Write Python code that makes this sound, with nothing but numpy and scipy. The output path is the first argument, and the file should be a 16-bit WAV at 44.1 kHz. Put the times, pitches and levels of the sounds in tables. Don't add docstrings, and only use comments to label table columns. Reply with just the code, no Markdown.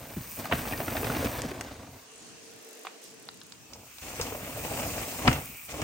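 import sys
import numpy as np
from scipy import signal
from scipy.fft import rfft, irfft, next_fast_len
from scipy.io import wavfile
from scipy.ndimage import uniform_filter1d, map_coordinates

SR = 44100
rng = np.random.default_rng(int(sys.argv[2]) if len(sys.argv) > 2 else 0)


def dump(signal):
    limited = np.clip(np.atleast_2d(signal).T, -1, 1)
    pcm = np.round(limited * 32767).astype(np.int16)
    wavfile.write(sys.argv[1], SR, pcm)


N = 257103
TIME_S = np.arange(N) / SR


def amp(db):
    return 10 ** (np.asarray(db) / 20)


def unit(x):
    return x / np.sqrt(np.mean(x ** 2) + 1e-20)


def along(points, hz):
    points_hz, values = np.transpose(points)
    return np.interp(np.log(hz + 1), np.log(points_hz), values)


def noise():
    return rng.standard_normal((2, N))


def grains(per_s, scatter_db):
    impacts = (rng.random((2, N)) < per_s / SR) * rng.choice([-1, 1], (2, N))
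    return unit(impacts * amp(scatter_db * np.minimum(rng.exponential(size=(2, N)), 3)))


def wobble(per_s):
    return map_coordinates(rng.standard_normal(int(N * per_s / SR) + 4), [TIME_S * per_s])


def spell(start, end, edge_s):
    return np.clip(np.minimum(TIME_S - start, end - TIME_S) / edge_s + 0.5, 0, 1)


def add(track, start, sound):
    part = track[..., max(round(start * SR), 0):][..., :sound.shape[-1]]
    part += sound[..., :part.shape[-1]]


def filtered(x, response):
    n = x.shape[-1]
    padded = next_fast_len(n + 8192)
    return irfft(rfft(x, padded) * response(np.fft.rfftfreq(padded, 1 / SR)), padded)[..., :n]


def coloured(x, spectrum):
    return unit(filtered(x, lambda hz: amp(along(spectrum, hz))))


def resonance(hz, centre_hz, width_hz):
    return 1j * hz * width_hz / (centre_hz ** 2 - hz ** 2 + 1j * hz * width_hz)


def band(x, centre_hz, width_hz):
    return unit(filtered(x, lambda hz: resonance(hz, centre_hz, width_hz) ** 2))


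def spread(pair, likeness):
    def weights(hz):
        angle = np.arccos(np.clip(along(likeness, hz), -1, 1)) / 2
        return np.array([np.cos(angle), np.sin(angle)])
    mid, side = filtered(pair, weights)
    return np.array([mid + side, mid - side])


def patchy(x, depth_db):
    spectra = signal.stft(x, nperseg=1024)[2]
    patches = uniform_filter1d(rng.standard_normal(spectra.shape[1:]), size=5, axis=0)
    patches = unit(uniform_filter1d(patches, size=7, axis=1))
    return signal.istft(spectra * amp(depth_db * patches), nperseg=1024)[1][:, :N]


def nearness(nearest_s, width_s):
    return 1 / np.hypot(1, (TIME_S - nearest_s) / width_s)


# centre in seconds, half length in seconds, tyre load in dB, extra grit in dB.
GROUND = [(0.381, 0.027, -1.5, 3), (0.559, 0.075, 1.5, 5.5), (0.77, 0.26, 0, 0), (1.19, 0.09, 2, 2),
          (2.07, 0.08, -9.5, 11.5), (3.75, 0.0765, 10.5, -29.5), (4.062, 0.1386, 4.5, 5),
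          (4.257, 0.113, 6, -1), (4.725, 0.094, 2.5, -1.5), (5.114, 0.053, -3, 4),
          (5.291, 0.0645, 11.5, -7), (5.711, 0.0214, -3.5, 8.5), (5.805, 0.0953, 10.5, -3.5)]
# lift in seconds, touchdown in seconds, tread loss by then in dB.
HOPS = [(0.064, 0.371, 15), (3.838, 4.014, 28.5), (5.375, 5.682, 27.5)]

def contact(ride):
    start, end, nearest_s, width_s = ride[:4]
    fade_s = 0.932
    fade = np.clip(np.minimum(TIME_S - start, end - TIME_S) / fade_s, 0, 1)
    load_db = loose_db = lift_db = 0
    for centre_s, half_s, press_db, grit_db in GROUND:
        patch = np.exp(-((TIME_S - centre_s) / half_s) ** 2)
        load_db += press_db * patch
        loose_db += grit_db * patch
    for up, down, loss_db in HOPS:
        lift_db += loss_db * np.clip((TIME_S - up) / (down - up), 0, 1) * spell(up, down, edge_s=0.011)
    gains = amp([load_db - 0.53 * lift_db, load_db - lift_db, load_db + loose_db - 0.365 * lift_db])
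    return fade * nearness(nearest_s, width_s) * gains


# start, end, nearest moment and distance over speed in seconds,
# then rumble, tread and grit in dB.
PASSES = [(-0.8958, 2.278, 1.141, 0.339, -39.5, -37, -41.5), (3.5, 6.718, 4.9293, 0.3216, -43, -39.5, -42)]
# frequency in Hz, relative level in dB.
RUMBLE_SPECTRUM = [(12, -76), (22, -36), (32, -21), (52, -1), (110, 2), (170, -4.5), (260, -12.5),
                   (500, -20.5), (1200, -70.5)]
TREAD_SPECTRA = [
    [(30, -70), (80, -4.5), (170, -9), (250, 7.5), (370, -1), (460, 1), (700, 0.5), (1100, -8.5),
     (1800, -16.5), (5000, -28.5)],
    [(30, -72), (80, -35.5), (170, -11), (260, 3), (380, -6.5), (450, -2), (720, -2), (1100, -10),
     (1800, -23), (5000, -55.5)],
]
GRIT_SPECTRA = [
    [(100, -60.5), (500, -18), (1100, 10), (1350, 4), (1550, 9), (1900, 7.5), (2700, 1.5), (3600, 0),
     (6000, -4.5), (10000, -5.5), (16000, -5.5)],
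    [(100, -60), (500, -62.5), (1100, 1.5), (1500, -2), (2100, 2.5), (2600, 3.5), (3700, -6), (5000, -11),
     (9000, -5.5), (16000, -28.5)],
]
# frequency in Hz, left-right correlation.
PASS_LIKENESS = [
    [(100, 0.992), (600, 0.948), (1100, 0.89), (1800, 0.033), (2400, 1), (6900, 1), (7500, -0.93),
     (8100, 0.99), (10000, -0.63)],
    [(100, 1), (250, 0.938), (650, 0.878), (1400, 0.77), (2400, 0.13), (6000, 0.064), (8500, 0.435)],
]

def tyres():
    jolt = amp(1.4 * wobble(70))
    out = np.zeros((2, N))
    for i, ride in enumerate(PASSES):
        rumble, tread, grit = contact(ride) * amp(ride[4:])[:, None]
        knobs = noise() + 0.9 * grains(450, scatter_db=4)
        crumbs = noise() + 0.468 * grains(400, scatter_db=0.5)
        roll = rumble * amp(0.8 * wobble(25)) * coloured(noise(), RUMBLE_SPECTRUM)
        roll += tread * amp(1.57 * wobble(40)) * coloured(knobs, TREAD_SPECTRA[i])
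        roll += grit * amp(1.95 * wobble(130)) * coloured(crumbs, GRIT_SPECTRA[i])
        out += spread(roll, PASS_LIKENESS[i])
    return patchy(jolt * out, depth_db=1.1)


def stone_crackle():
    t = np.arange(SR // 80) / SR
    t60_s = 0.009
    stones = np.abs(grains(70, scatter_db=4.5)[0])
    bursts = signal.fftconvolve(stones, amp(-60 * t / t60_s))[:N]
    cracks = band(bursts * noise(), centre_hz=4750, width_hz=3740)
    grit = contact(PASSES[0])[2]
    return amp(-53) * grit * spread(cracks, PASS_LIKENESS[0])


def ratchet(rate_hz, t60_s):
    tooth = np.cumsum(rate_hz) / SR
    strength = amp(2 * rng.standard_normal(8192))[tooth.astype(int) % 8192]
    since_drop_s = (tooth % 1) / rate_hz
    return unit(noise() * strength * amp(-60 * since_drop_s / t60_s))


# start and end in seconds, level midway in dB, drift in dB per second,
# hub shell offset in dB, fade in seconds.
COASTS = [(-0.05, 0.419, -40, 18, -13, 0.035), (0.432, 0.47, -39, 0, -21, 0.0305),
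          (0.47, 0.53, -51.5, 0, -14, 0.03), (0.527, 1.395, -40.5, -9, -11, 0.032),
          (1.385, 1.715, -54.5, -9, -9.5, 0.135), (1.683, 1.922, -60, 4, -16.5, 0.114),
          (1.916, 2.042, -51.5, -2.5, -18, 0.077), (3.45, 4.203, -49.5, 23, -7, 0.094),
          (4.197, 5.354, -42.5, -0.5, -12.5, 0.06), (5.34, 5.893, -42, -6, -8.5, 0.1)]
# frequency in Hz, relative level in dB.
HUB_SPECTRUM = [(1200, -55.5), (3300, -30.5), (4500, -13.5), (6500, -7), (8400, -3.5), (10000, -5),
                (12200, -3.5), (14000, 2.5), (15000, 4.5), (16000, 1)]
# frequency in Hz, left-right correlation.
HUB_LIKENESS = [(2500, 0.84), (5500, 1), (7300, 0.099), (8500, 0.63), (10500, 0), (14000, 0)]

def freehub():
    falloff = 0.847
    near = np.max([nearness(*ride[2:4]) for ride in PASSES], axis=0) ** falloff
    buzz, singing = np.zeros(N), np.zeros(N)
    for start, end, db, db_per_s, shell_db, fade_s in COASTS:
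        drift_db = db_per_s * (TIME_S - (start + end) / 2)
        level = near * spell(start, end, fade_s) * amp(db + drift_db)
        buzz += level
        singing += level * amp(shell_db)
    clicks = ratchet(rate_hz=155 * (1 + 0.08 * wobble(5)), t60_s=0.012) + 1.2 * noise()
    blurred = patchy(clicks, depth_db=1.1)
    sizzle = amp(5 + 1.03 * wobble(45)) * buzz * coloured(blurred, HUB_SPECTRUM)
    shell = amp(1.74 * wobble(8.6)) * singing * band(clicks, centre_hz=2401, width_hz=660)
    return spread(sizzle + shell, HUB_LIKENESS)


# frequency in Hz, relative level in dB.
CANOPY_SPECTRUM = [(25, -60), (90, -25.5), (250, 4.5), (500, -1.5), (1100, 2.5), (1500, 0), (2100, -4),
                   (2600, 3.5), (3400, -2), (5000, -0.5), (7000, 3), (9000, -1.5), (12000, -25),
                   (16000, -28.5)]
# frequency in Hz, left-right correlation.
FAR_LIKENESS = [(150, 0.15), (400, 0.585), (1000, 0.14), (2400, 0.073), (15000, 0.015)]

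def canopy():
    leaves = patchy(noise(), depth_db=1.8)
    air = amp(-54 + 1.07 * wobble(4.465)) * coloured(leaves, CANOPY_SPECTRUM)
    return spread(air, FAR_LIKENESS)


def rattles():
    count, per_s, t60_s = 256, 19, 0.034
    tread = sum(contact(ride)[1] * amp(ride[5]) for ride in PASSES)
    timing, size, pitch = rng.random((count, 3)).T
    starts = (np.arange(count) + timing) / per_s
    tread_db = 20 * np.log10(np.interp(starts, TIME_S, tread) + 1e-9)
    levels_db = tread_db - 5 + 6 * size
    parts_hz = 400 * 4 ** pitch
    return [(s, db, t60_s, hz, db) for s, db, hz in zip(starts, levels_db, parts_hz) if s * SR < N]


# start in seconds, strength in dB, chain rattle t60 in seconds,
# struck part's pitch in Hz, its ring in dB.
KNOCKS = [(0.37, -38.5, 0.028, 621, -39.5), (0.444, -31.5, 0.0333, 655, -31.5),
          (0.497, -35, 0.02, 626, -28), (0.513, -23.5, 0.0796, 970, -21.5), (0.522, -17, 0.05, 2308, -22.5),
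          (0.524, -27, 0.0204, 677, -20), (0.534, -16.5, 0.0106, 263.6, -20.5),
          (0.592, -23.5, 0.022, 801, -32.5), (0.653, -27, 0.0262, 850, -33), (0.711, -30, 0.024, 696, -30),
          (0.723, -22, 0.0392, 593, -31), (0.733, -26, 0.0158, 1845, -25),
          (0.802, -22.5, 0.03, 613.4, -26.5), (0.814, -29.5, 0.022, 686, -30.5),
          (0.881, -19.5, 0.0154, 1412, -30), (0.953, -27.5, 0.0204, 665, -24),
          (0.967, -28, 0.081, 1830, -28.5), (1.030, -27, 0.039, 431.5, -24),
          (1.046, -26, 0.0416, 409, -28.5), (1.069, -21, 0.028, 523, -24),
          (1.099, -20.5, 0.0243, 1457, -26), (1.149, -24.5, 0.0304, 681, -25.5),
          (1.164, -34.5, 0.045, 301.6, -18.5), (1.226, -31.5, 0.028, 525, -20.5),
          (1.244, -25.5, 0.0265, 467, -21), (1.258, -25.5, 0.039, 270.4, -17),
          (1.268, -29, 0.027, 506, -27), (1.515, -29, 0.031, 379, -27.5), (1.710, -40, 0.0285, 604, -36),
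          (1.756, -42.5, 0.019, 442, -39), (4.197, -27, 0.05, 484, -22), (4.322, -31, 0.0373, 437.5, -27.5),
          (4.348, -33.5, 0.039, 602, -27), (4.476, -31, 0.021, 633, -32.5), (4.572, -37, 0.031, 614, -27),
          (4.678, -28.5, 0.023, 893, -30), (4.772, -27.5, 0.0306, 785, -29.5),
          (4.855, -36, 0.03, 646, -30.5), (4.979, -28, 0.027, 613, -27.5), (5.253, -30.5, 0.108, 670, -22),
          (5.273, -14, 0.0222, 250, -12), (5.277, -5.5, 0.0366, 1346, -14.5),
          (5.284, -14, 0.0148, 690, -22), (5.817, -26, 0.065, 453, -32.5)]
# frequency in Hz, width in Hz, relative level in dB.
FRAME_MODES = [(267, 82.4, 20.5), (388, 135, 6.5), (701.4, 124, 15), (960, 20, -30), (1272.6, 28.5, 5.5),
               (1500, 32, 3), (1880, 157, 9.5), (2440, 66, -23), (2850, 95, -18), (3200, 79, -17.5),
               (4640, 510, -46), (5960, 120, -15)]
# frequency in Hz, relative level in dB.
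CHAIN_SPECTRUM = [(30, -39.5), (100, 11), (250, 2), (700, 3.5), (1000, 3), (1400, 5.5), (2000, 0.5),
                  (2800, 2.5), (3800, -13.5), (5400, -23), (7500, -59), (16000, -36)]

def knocks():
    def frame_response(hz):
        return sum((-1) ** k * amp(db) * resonance(hz, mode_hz, width_hz)
                   for k, (mode_hz, width_hz, db) in enumerate(FRAME_MODES))
    t = np.arange(SR // 4) / SR
    part_t60_s = 0.0433
    frame = filtered(1.0 * (t == 0), frame_response)
    frame /= np.abs(frame).max()
    blows, shake = np.zeros(N), np.zeros(N)
    for start, db, t60_s, part_hz, part_db in KNOCKS + rattles():
        add(blows, start + 0.002, amp(db - 1) * frame)
        part_envelope = amp(part_db - 60 * t / part_t60_s) * (1 - np.exp(-t / 0.00155))
        add(blows, start, part_envelope * np.sin(2 * np.pi * part_hz * t))
        add(shake, start - 0.0005, amp(db - 2 - 60 * t / t60_s) * (1 - np.exp(-t / 0.0016)))
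    chain = shake * coloured(noise(), CHAIN_SPECTRUM)
    return blows + spread(chain, [(800, 1.0), (1300, 0.37), (1800, 0.68), (2500, 0.157), (4000, 0.145)])


# frequency in Hz, t60 in seconds.
ECHO_DECAY = [(200, 0.08), (2000, 0.459), (12000, 0.155)]

def trunk_echo(x):
    hz, t, spectra = signal.stft(rng.standard_normal((2, SR // 2)), SR, nperseg=256)
    decay = amp(-60 * t / along(ECHO_DECAY, hz)[:, None])
    tail = signal.istft(spectra * decay, SR, nperseg=256)[1]
    return signal.fftconvolve(x, tail / np.linalg.norm(tail[0]), axes=1)[:, :N]


# start in seconds, level in dB, settled pitch in Hz, t60 in seconds,
# pitch sag time in seconds.
THUMPS = [(0.165, -20, 103.4, 0.0965, 0.01695), (0.203, -25, 100.3, 0.053, 0.0043),
          (0.533, -15, 118.4, 0.0634, 0.00702), (1.098, -15, 118, 0.04, 0.00554),
          (1.446, -18.5, 129.8, 0.0615, 0.0154), (4.203, -23.5, 84.9, 0.075, 0.00416),
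          (4.922, -26, 80, 0.126, 0.00201), (5.275, -9, 124, 0.11, 0.005004),
          (5.309, -16, 81.4, 0.077, 0.0019), (5.340, -26, 142, 0.22, 0.00179),
          (5.817, -10, 83.1, 0.035, 0.00345)]

def thumps():
    t = np.arange(SR // 2) / SR
    attack = 1 - np.exp(-t / 0.00774)
    out = np.zeros(N)
    for start, db, settled_hz, t60_s, sag_s in THUMPS:
        pitch_hz = settled_hz * (1 + 1.588 * np.exp(-t / sag_s))
        phase = 2 * np.pi * np.cumsum(pitch_hz) / SR
        boom = np.sin(phase) + 0.349 * np.sin(1.8 * phase) + 0.4 * np.sin(0.449 * phase)
        add(out, start, amp(db - 60 * t / t60_s) * attack * boom)
    return out


# start in seconds, body in Hz,
# body in dB, edge in Hz, edge in dB, # edge width over its pitch, crumble t60 in seconds.
SNAPS = [(0.398, 854, -42.5, 4500, -45, 0.7, 0.048), (0.455, 1100, -32.5, 5000, -43, 0.74, 0.031),
         (0.968, 1880, -37.5, 3460, -37, 0.63, 0.031), (1.044, 1990, -35.5, 6000, -38, 0.75, 0.037),
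         (1.069, 1500, -33.5, 2950, -47.5, 0.69, 0.023), (1.247, 2400, -38, 5640, -35, 1, 0.063),
         (1.419, 2300, -38, 6800, -31, 0.72, 0.025), (1.610, 1890, -34, 5200, -33, 1.57, 0.037),
         (2.850, 850, -39, 2900, -45, 0.81, 0.127), (2.869, 858, -35, 2740, -36.5, 0.9, 0.0426),
         (3.041, 5000, -51, 9400, -44, 1.0, 0.0096), (3.27, 513, -50, 3010, -55.5, 0.77, 0.045),
         (3.288, 1240, -40.5, 4040, -36, 0.313, 0.0155), (3.415, 1400, -49.5, 3900, -44.5, 0.9, 0.032),
         (3.522, 1400, -51.5, 4700, -39.5, 0.7, 0.0237), (3.734, 2500, -46, 5480, -40, 0.44, 0.072),
         (3.984, 1270, -50.5, 4530, -43, 1.3, 0.042), (4.213, 1265, -33.5, 5470, -27.5, 0.96, 0.117),
         (5.278, 1800, -23, 4880, -23.5, 0.48, 0.025), (5.314, 1300, -30, 2700, -32, 0.73, 0.047),
         (5.329, 2580, -30, 5460, -31.5, 0.69, 0.105), (5.356, 1300, -34.5, 3000, -37.5, 0.83, 0.066),
         (5.817, 1250, -43, 6260, -35.5, 0.86, 0.047)]

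def snaps():
    t = np.arange(SR // 5) / SR
    out = np.zeros((2, N))
    for start, body_hz, body_db, edge_hz, edge_db, edge_width, t60_s in SNAPS:
        envelope = amp(-60 * t / 0.007) + 0.45 * amp(-60 * t / t60_s)
        burst = rng.standard_normal((2, len(t))) * envelope
        for centre_hz, db, width in ((body_hz, body_db, 1.2), (edge_hz, edge_db, edge_width)):
            crack = filtered(burst, lambda hz: resonance(hz, centre_hz, width * centre_hz) ** 3)
            onset_rms = np.sqrt(np.mean(crack[:, t < 0.003] ** 2))
            add(out, start, amp(db) * crack / onset_rms)
    return spread(out, [(1000, 1.0), (4000, 0.43)])


# frequency in Hz, relative level in dB.
FAR_HUB_SPECTRUM = [(300, -59.5), (1500, -4), (4000, 0.5), (6300, 8.5), (7700, -24), (9500, -5.5),
                    (12000, -11.5), (14000, -20), (16000, -19.5)]
FAR_TYRE_SPECTRUM = [(40, -68), (110, -38), (170, -10), (240, -2.5), (370, 0), (530, -3.5), (680, -2),
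                     (1100, -17), (1800, -8), (6000, -19.5)]

def far_bike():
    passing = spell(1.05, 3.645, edge_s=0.55) * nearness(nearest_s=2.78, width_s=0.36)
    sizzle = amp(-59.5 + 1.4 * wobble(6.1)) * coloured(noise(), FAR_HUB_SPECTRUM)
    roll = amp(-53) * coloured(patchy(noise(), depth_db=0.5), FAR_TYRE_SPECTRUM)
    hum = amp(-56.5) * band(noise(), centre_hz=450.2, width_hz=50)
    return spread(passing * (sizzle + roll + hum), FAR_LIKENESS)


# start and end in seconds, ticks per second, slowing as a share per second,
# level in dB, centre in Hz, width in Hz.
TICK_RUNS = [(2.115, 2.306, 46, 0, -48.5, 7870, 3500), (2.511, 2.619, 39, 0, -48, 10000, 9500),
             (2.626, 2.86, 48, 0, -44.5, 9800, 10000), (3.017, 3.173, 32, 0, -50.5, 9500, 7900),
             (3.197, 3.53, 36, 0.6, -47, 9500, 9000)]

def far_ticks():
    t = np.arange(SR // 25) / SR
    t60_s, swell_db, scatter_db = 0.0235, 1.5, 1.5
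    out = np.zeros((2, N))
    for start, end, per_s, slowing, db, centre_hz, width_hz in TICK_RUNS:
        even_s = np.arange(0, end - start, 1 / per_s)
        times = start + even_s * (1 + slowing * even_s / 2)
        bursts = band(rng.standard_normal((24, 2, len(t))), centre_hz, width_hz)
        for tick_s, chance, burst in zip(times[times < end], rng.standard_normal(len(bursts)), bursts):
            swell = np.sin(np.pi * (tick_s - start) / (end - start)) - 1
            tick_db = db + swell_db * swell + scatter_db * chance
            add(out, tick_s, burst * amp(tick_db - 60 * t / t60_s))
    return spread(out, [(4000, 0.67), (12000, 0.207)])


# start and end in seconds, level in dB.
LOW_SWELLS = [(2.2, 2.33, -56), (2.33, 2.61, -61), (3.05, 3.672, -60)]
# frequency in Hz, relative level in dB.
SWELL_SPECTRUM = [(25, -39.5), (50, -15), (100, -1), (170, 0), (300, -1), (700, -33.5)]

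def low_swells():
    level = sum(amp(db) * spell(start, end, edge_s=0.074) for start, end, db in LOW_SWELLS)
    return level * spread(coloured(noise(), SWELL_SPECTRUM), [(100, 0.215), (300, 0.44)])


# start and end in seconds, level in dB.
BRUSHES = [(2.421, 2.524, -56), (3.019, 3.121, -53), (4.007, 4.269, -51), (5.705, 5.73, -56.5)]

def leaf_litter():
    grit = contact(PASSES[1])[2]
    crumpling = amp(-43) * grit ** 2.07
    brushing = sum(amp(db) * spell(start, end, edge_s=0.021) for start, end, db in BRUSHES)
    spray = band(noise() + grains(900, scatter_db=3), centre_hz=5974, width_hz=5120)
    flutter = amp(1.1 * wobble(60))
    leaves = flutter * np.hypot(crumpling, brushing) * unit(patchy(spray, depth_db=2.5))
    return spread(leaves, PASS_LIKENESS[1])


# start and end in seconds, pitch in Hz, level in dB.
METAL_RINGS = [(4.734, 4.82, 8050, -48.5), (4.76, 4.98, 7000, -53), (4.992, 5.136, 7980, -50),
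               (5.306, 5.368, 2703, -44.5), (5.556, 5.71, 2396, -55)]

def metal_rings():
    return sum(amp(db) * spell(start, end, edge_s=0.02) * band(noise(), hz, width_hz=hz / 75)
               for start, end, hz, db in METAL_RINGS)


def knob_blip():
    pitch_hz = 255.5 * (1 + 0.02 * wobble(40))
    phase = 2 * np.pi * np.cumsum(pitch_hz) / SR
    envelope = spell(5.5, 5.5, edge_s=0.016)
    return amp(-36 + 1.5 * wobble(50)) * envelope * unit(np.sin(phase))


def scene():
    hits = knocks() + snaps()
    near = tyres() + stone_crackle() + leaf_litter() + thumps() + knob_blip() + metal_rings()
    near += hits + amp(-14.5) * trunk_echo(hits)
    side = np.array([[1], [-1]])
    pan_db, left_lead_s = 0.326, 0.0001315
    to_left = amp(pan_db * side) * filtered(near, lambda hz: np.exp(1j * np.pi * hz * side * left_lead_s))
    second_pass = TIME_S > PASSES[1][0]
    near = np.where(second_pass, to_left, near)
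    return near + freehub() + far_bike() + far_ticks() + canopy() + low_swells()


def hollow(x, centre_hz, half_width_hz, depth):
    return filtered(x, lambda hz: 1 - depth * np.exp(-((hz - centre_hz) / half_width_hz) ** 4))


def record(dry):
    top_hz = 15870
    mid = hollow((dry[0] + dry[1]) / 2, centre_hz=11230, half_width_hz=720, depth=0.938)
    dipped = hollow(mid, centre_hz=7450, half_width_hz=196, depth=0.83)
    mid += spell(*PASSES[0][:2], edge_s=1) * (dipped - mid)
    side = hollow((dry[0] - dry[1]) / 2, centre_hz=16740, half_width_hz=3250, depth=1)
    return filtered(np.array([mid + side, mid - side]), lambda hz: hz < top_hz)


dry = scene()
out = record(dry)
dump(out)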